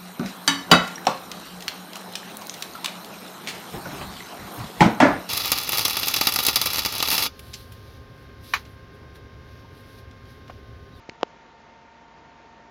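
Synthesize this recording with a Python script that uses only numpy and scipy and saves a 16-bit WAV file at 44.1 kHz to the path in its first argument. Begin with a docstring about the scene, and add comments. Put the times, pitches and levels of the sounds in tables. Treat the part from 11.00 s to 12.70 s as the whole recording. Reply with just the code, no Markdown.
"""Two cooling fans of a computer case run at slightly different speeds in a quiet room.
Each fan is a stack of wavering sines on multiples of its speed, and the two stacks beat together.
Shaped noise makes the whoosh of air through the mesh, and narrow wandering sines hum below.
Early on, a hand-held plastic shell pops twice under the fingers: sagging thumps and ringing ticks."""
import sys
import numpy as np
from scipy import signal
from scipy.io import wavfile
from scipy.ndimage import uniform_filter1d

SR = 44100
rng = np.random.default_rng(int(sys.argv[2]) if len(sys.argv) > 2 else 0)


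def pcm_store(signal):
    """Save signal as 16-bit PCM."""
    levels = np.round(np.clip(np.atleast_2d(signal), -1, 1) * 32767)
    wavfile.write(sys.argv[1], SR, levels.astype(np.int16).T)


def voltage_ratio(decibels):
    """Convert decibels (scalar or array-like) to amplitude ratios, 20 dB per decade."""
    exponent = np.asarray(decibels, float) / 20
    return 10 ** exponent


N = 74970  # length in samples


def evened(x):
    """Scales to rms 1."""
    return x / np.sqrt(np.mean(x ** 2) + 1e-20)


def curve(points):
    """Draws straight lines between (time_s, value) points, at every sample."""
    time_s, value = np.transpose(points)
    return np.interp(np.arange(N) / SR, time_s, value)


def slow(top_hz):
    """Random wander of rms 1: sines from 0.4 Hz to top_hz, weaker as they get faster."""
    t = np.arange(0, N + 64, 64) / SR
    wander = np.zeros(len(t))
    for hz in np.geomspace(0.4, top_hz, num=16):
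        wander += np.sin(2 * np.pi * (hz * t + rng.random())) / np.sqrt(hz)
    return evened(np.interp(np.arange(N) / SR, t, wander - wander.mean()))


def add(mix, start_s, sound):
    """Mixes a sound in at start_s."""
    part = mix[round(start_s * SR):][:len(sound)]
    part += sound[:len(part)]


def fan(base_hz, orders):
    """Motor tones on whole multiples of one speed, each wavering and slowly changing in level."""
    waver_db, waver_top_hz = 0.7, 14
    t = np.arange(N) / SR
    turns = np.cumsum(base_hz * np.ones(N)) / SR
    tones = np.zeros(N)
    for multiple, start_db, growth_db_per_s in orders:
        level_db = start_db + growth_db_per_s * t + waver_db * slow(waver_top_hz)
        tone = np.sin(2 * np.pi * (round(multiple) * turns + rng.random()))
        tones += np.sqrt(2) * voltage_ratio(level_db) * tone  # root 2 turns rms into peak
    return tones


# motor tones of the steady fan: multiple, start_rms_db, growth_db_per_s
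STEADY_TONES = [(1, -65, -1.5), (3, -63.5, -0.28), (4, -60.5, -1.8), (5, -72, .1), (6, -69.5, .1),
                (7, -80, .1), (8, -75.5, .1), (9, -71, -1.1), (16, -88, .1)]


def steady_fan():
    """A motor holding one speed, so its tones keep their pitch."""
    return fan(234.45, STEADY_TONES)  # base tone in Hz


# speed of the drifting fan, heard in its fourth multiple: time_s, pitch_hz
DRIFT_PITCH = [(0, 904.5), (.6, 904.6), (.8, 906.5), (1., 907.5), (1.3, 909), (1.7, 909.8)]
# motor tones of the drifting fan: multiple, start_rms_db, growth_db_per_s
DRIFT_TONES = [(1, -71, -1), (2, -72, -0.5), (4, -57, -0.04), (5, -79, -1), (8, -71.5, 3.5)]


def drifting_fan():
    """A slower motor gaining a little speed, which moves all its tones together."""
    return fan(curve(DRIFT_PITCH) / 4, DRIFT_TONES)


# color of the air noise: pitch_hz, relative_level_db (per Hz)
AIR_COLOR = [(15, -35.5), (25, -19.5), (45, -20.5), (103, -9), (226, -8), (560, -8.5), (800, -9),
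             (1030, -10), (1530, -13.5), (2260, -16.5), (3200, -21), (4500, -25), (6320, -30.5),
             (7000, -30), (7700, -37.5), (8500, -32), (9500, -39.5), (20000, -34.5)]
# slow changes of the whole air level: time_s, gain_db
AIR_GAIN = [(0, -3.4), (.2, -1.6), (.26, -1.1), (.4, 1), (.6, 0.95), (.85, -0.24), (1.2, -0.32),
            (1.7, -1.7)]
# slow changes of the air's treble against its bass: time_s, gain_db
AIR_TREBLE = [(0, 3), (0.399, 0.5), (.9, 1.34), (1.3, -1), (1.7, 0.4)]


def air():
    """Turbulence through the mesh: colored noise with faint patches and a slight swell."""
    level_db, swell_db, patch_db = -52.5, 1.21, -0.74  # swell and patches are rms depths
    treble_hz = 1200  # half of the treble gain applies here
    size, hop = 2048, 512
    frames, hz = N // hop + 5, np.fft.rfftfreq(size, 1 / SR)
    real, imaginary, patches = rng.standard_normal((frames, len(hz), 3)).T
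    patches = uniform_filter1d(patches, size=20, axis=0)  # across pitch
    patches = evened(uniform_filter1d(patches, size=6, axis=1))  # across time

    color_hz, color_db = np.transpose(AIR_COLOR)
    color = np.interp(np.log(hz + 1), np.log(color_hz + 1), color_db)[:, None]
    spectrum = (real + 1j * imaginary) * voltage_ratio(color + patch_db * patches)

    frame_s = (np.arange(frames) - 2) * hop / SR  # where each frame begins
    treble_db = np.interp(frame_s, *np.transpose(AIR_TREBLE))
    treble_share = (hz ** 2 / (hz ** 2 + treble_hz ** 2))[:, None]
    spectrum *= voltage_ratio(treble_db * treble_share)

    noise = evened(signal.istft(spectrum, nperseg=size, noverlap=size - hop)[1][:N])
    return noise * voltage_ratio(level_db + curve(AIR_GAIN) + swell_db * slow(top_hz=14))


def thump(peak_db, start_hz, t60_ms, sag_turns, push):
    """A dull push whose pitch sags as the shell settles; the deepest part does not radiate."""
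    rise_turns, low_cut = 0.45, 0.04  # in periods of, and as a fraction of, the starting pitch
    t = np.arange(1500) / SR
    wave = np.sin(2 * np.pi * sag_turns * np.log1p(start_hz * t / sag_turns))
    wave *= 1 - np.exp(-start_hz * t / rise_turns)
    wave *= voltage_ratio(-60 * 1000 * t / t60_ms)
    wave = signal.lfilter(*signal.butter(2, low_cut * start_hz, "high", fs=SR), wave)
    return np.sign(push) * voltage_ratio(peak_db) * wave / abs(wave).max()


# ringing modes of one tick: pitch_ratio (to the tick's main pitch), level_db, t60_ms
RINGING = [(1.002, 4.5, 2.34), (1.3, -1.5, 2.1), (1.65, -2, 2), (2.2, -16, 3.66)]


def tick(peak_db, main_hz, push):
    """A dry snap ringing a few short modes."""
    rise_ms = 0.18
    ms = np.arange(400) / SR * 1000
    wave = np.zeros(len(ms))
    for ratio, level_db, t60_ms in RINGING:
        wave += voltage_ratio(level_db - 60 * ms / t60_ms) * np.sin(2 * np.pi * ratio * main_hz * ms / 1000)
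    wave *= 1 - np.exp(-ms / rise_ms)
    return np.sign(push) * voltage_ratio(peak_db) * wave / abs(wave).max()


# thumps of the shell: start_s, peak_db, start_hz, t60_ms,
# sag_turns (periods of start_hz until the pitch has halved), push (sign of the first swing)
SHELL_THUMPS = [(.0902, -34, 500, 6, 1.5, 1), (.09115, -27.5, 950, 9, .33, -1),
                (.1178, -42, 700, 12, 1.1, 1), (.2116, -34, 1400, 6, 1.5, -1),
                (.2245, -37, 1250, 8, 1.5, -1), (.23125, -6.5, 1400, 6.2, .85, -1),
                (.2342, -24, 750, 10, 4, 1)]
# ticks of the shell: start_s, peak_db, main_hz, push (sign of the first swing)
SHELL_TICKS = [(.0927, -41, 5500, 1), (.095, -33, 2700, 1), (.09597, -24, 2700, 1), (.0964, -22, 2300, 1),
               (.2116, -37, 3100, -1), (.2307, -22, 2000, -1), (.23135, -12, 2950, -1)]


def shell_pops():
    """Plastic giving way under the fingers: each pop is a tight cluster of thumps and ticks."""
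    shell = np.zeros(N)
    for start_s, *settings in SHELL_THUMPS:
        add(shell, start_s, thump(*settings))
    for start_s, *settings in SHELL_TICKS:
        add(shell, start_s, tick(*settings))
    return shell


# low tones of the case: pitch_hz, width_hz (twice the rms pitch wander), rms_db (before HUM_GAIN)
HUM_TONES = [(52.4, 1.2, -68), (72.8, 1.5, -67), (156, 3, -68)]
# level of all the hums together: time_s, gain_db
HUM_GAIN = [(0, -2), (.4, -1.5), (.85, -4), (1.15, 0), (1.7, -1.5)]


def hums():
    """Low tones of the case, wandering slightly in pitch and wavering in level."""
    waver_db, waver_top_hz = 1.5, 14
    tones = np.zeros(N)
    for pitch_hz, width_hz, rms_db in HUM_TONES:
        level = np.sqrt(2) * voltage_ratio(rms_db + waver_db * slow(waver_top_hz))
        turns = np.cumsum(pitch_hz + 0.5 * width_hz * slow(top_hz=3.6)) / SR
        tones += level * np.sin(2 * np.pi * (turns + rng.random()))
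    return voltage_ratio(curve(HUM_GAIN)) * tones


def scene():
    """Air, fans, hums and pops, summed to one channel."""
    return (air() + steady_fan() + drifting_fan() + hums() + shell_pops())[None]


def roll_off(x):
    """The treble ends steeply here."""
    return signal.sosfilt(signal.butter(12, 8840, fs=SR, output="sos"), x)


def record(dry):
    """Dulls the top with a short low-pass whose gentle window leaks a little above the edge."""
    low_pass = signal.firwin(numtaps=39, cutoff=7250, window=("kaiser", 1.4), fs=SR)
    finished = signal.oaconvolve(dry, low_pass[None], "same")
    return roll_off(finished)


dry = scene()
out = record(dry)
pcm_store(out)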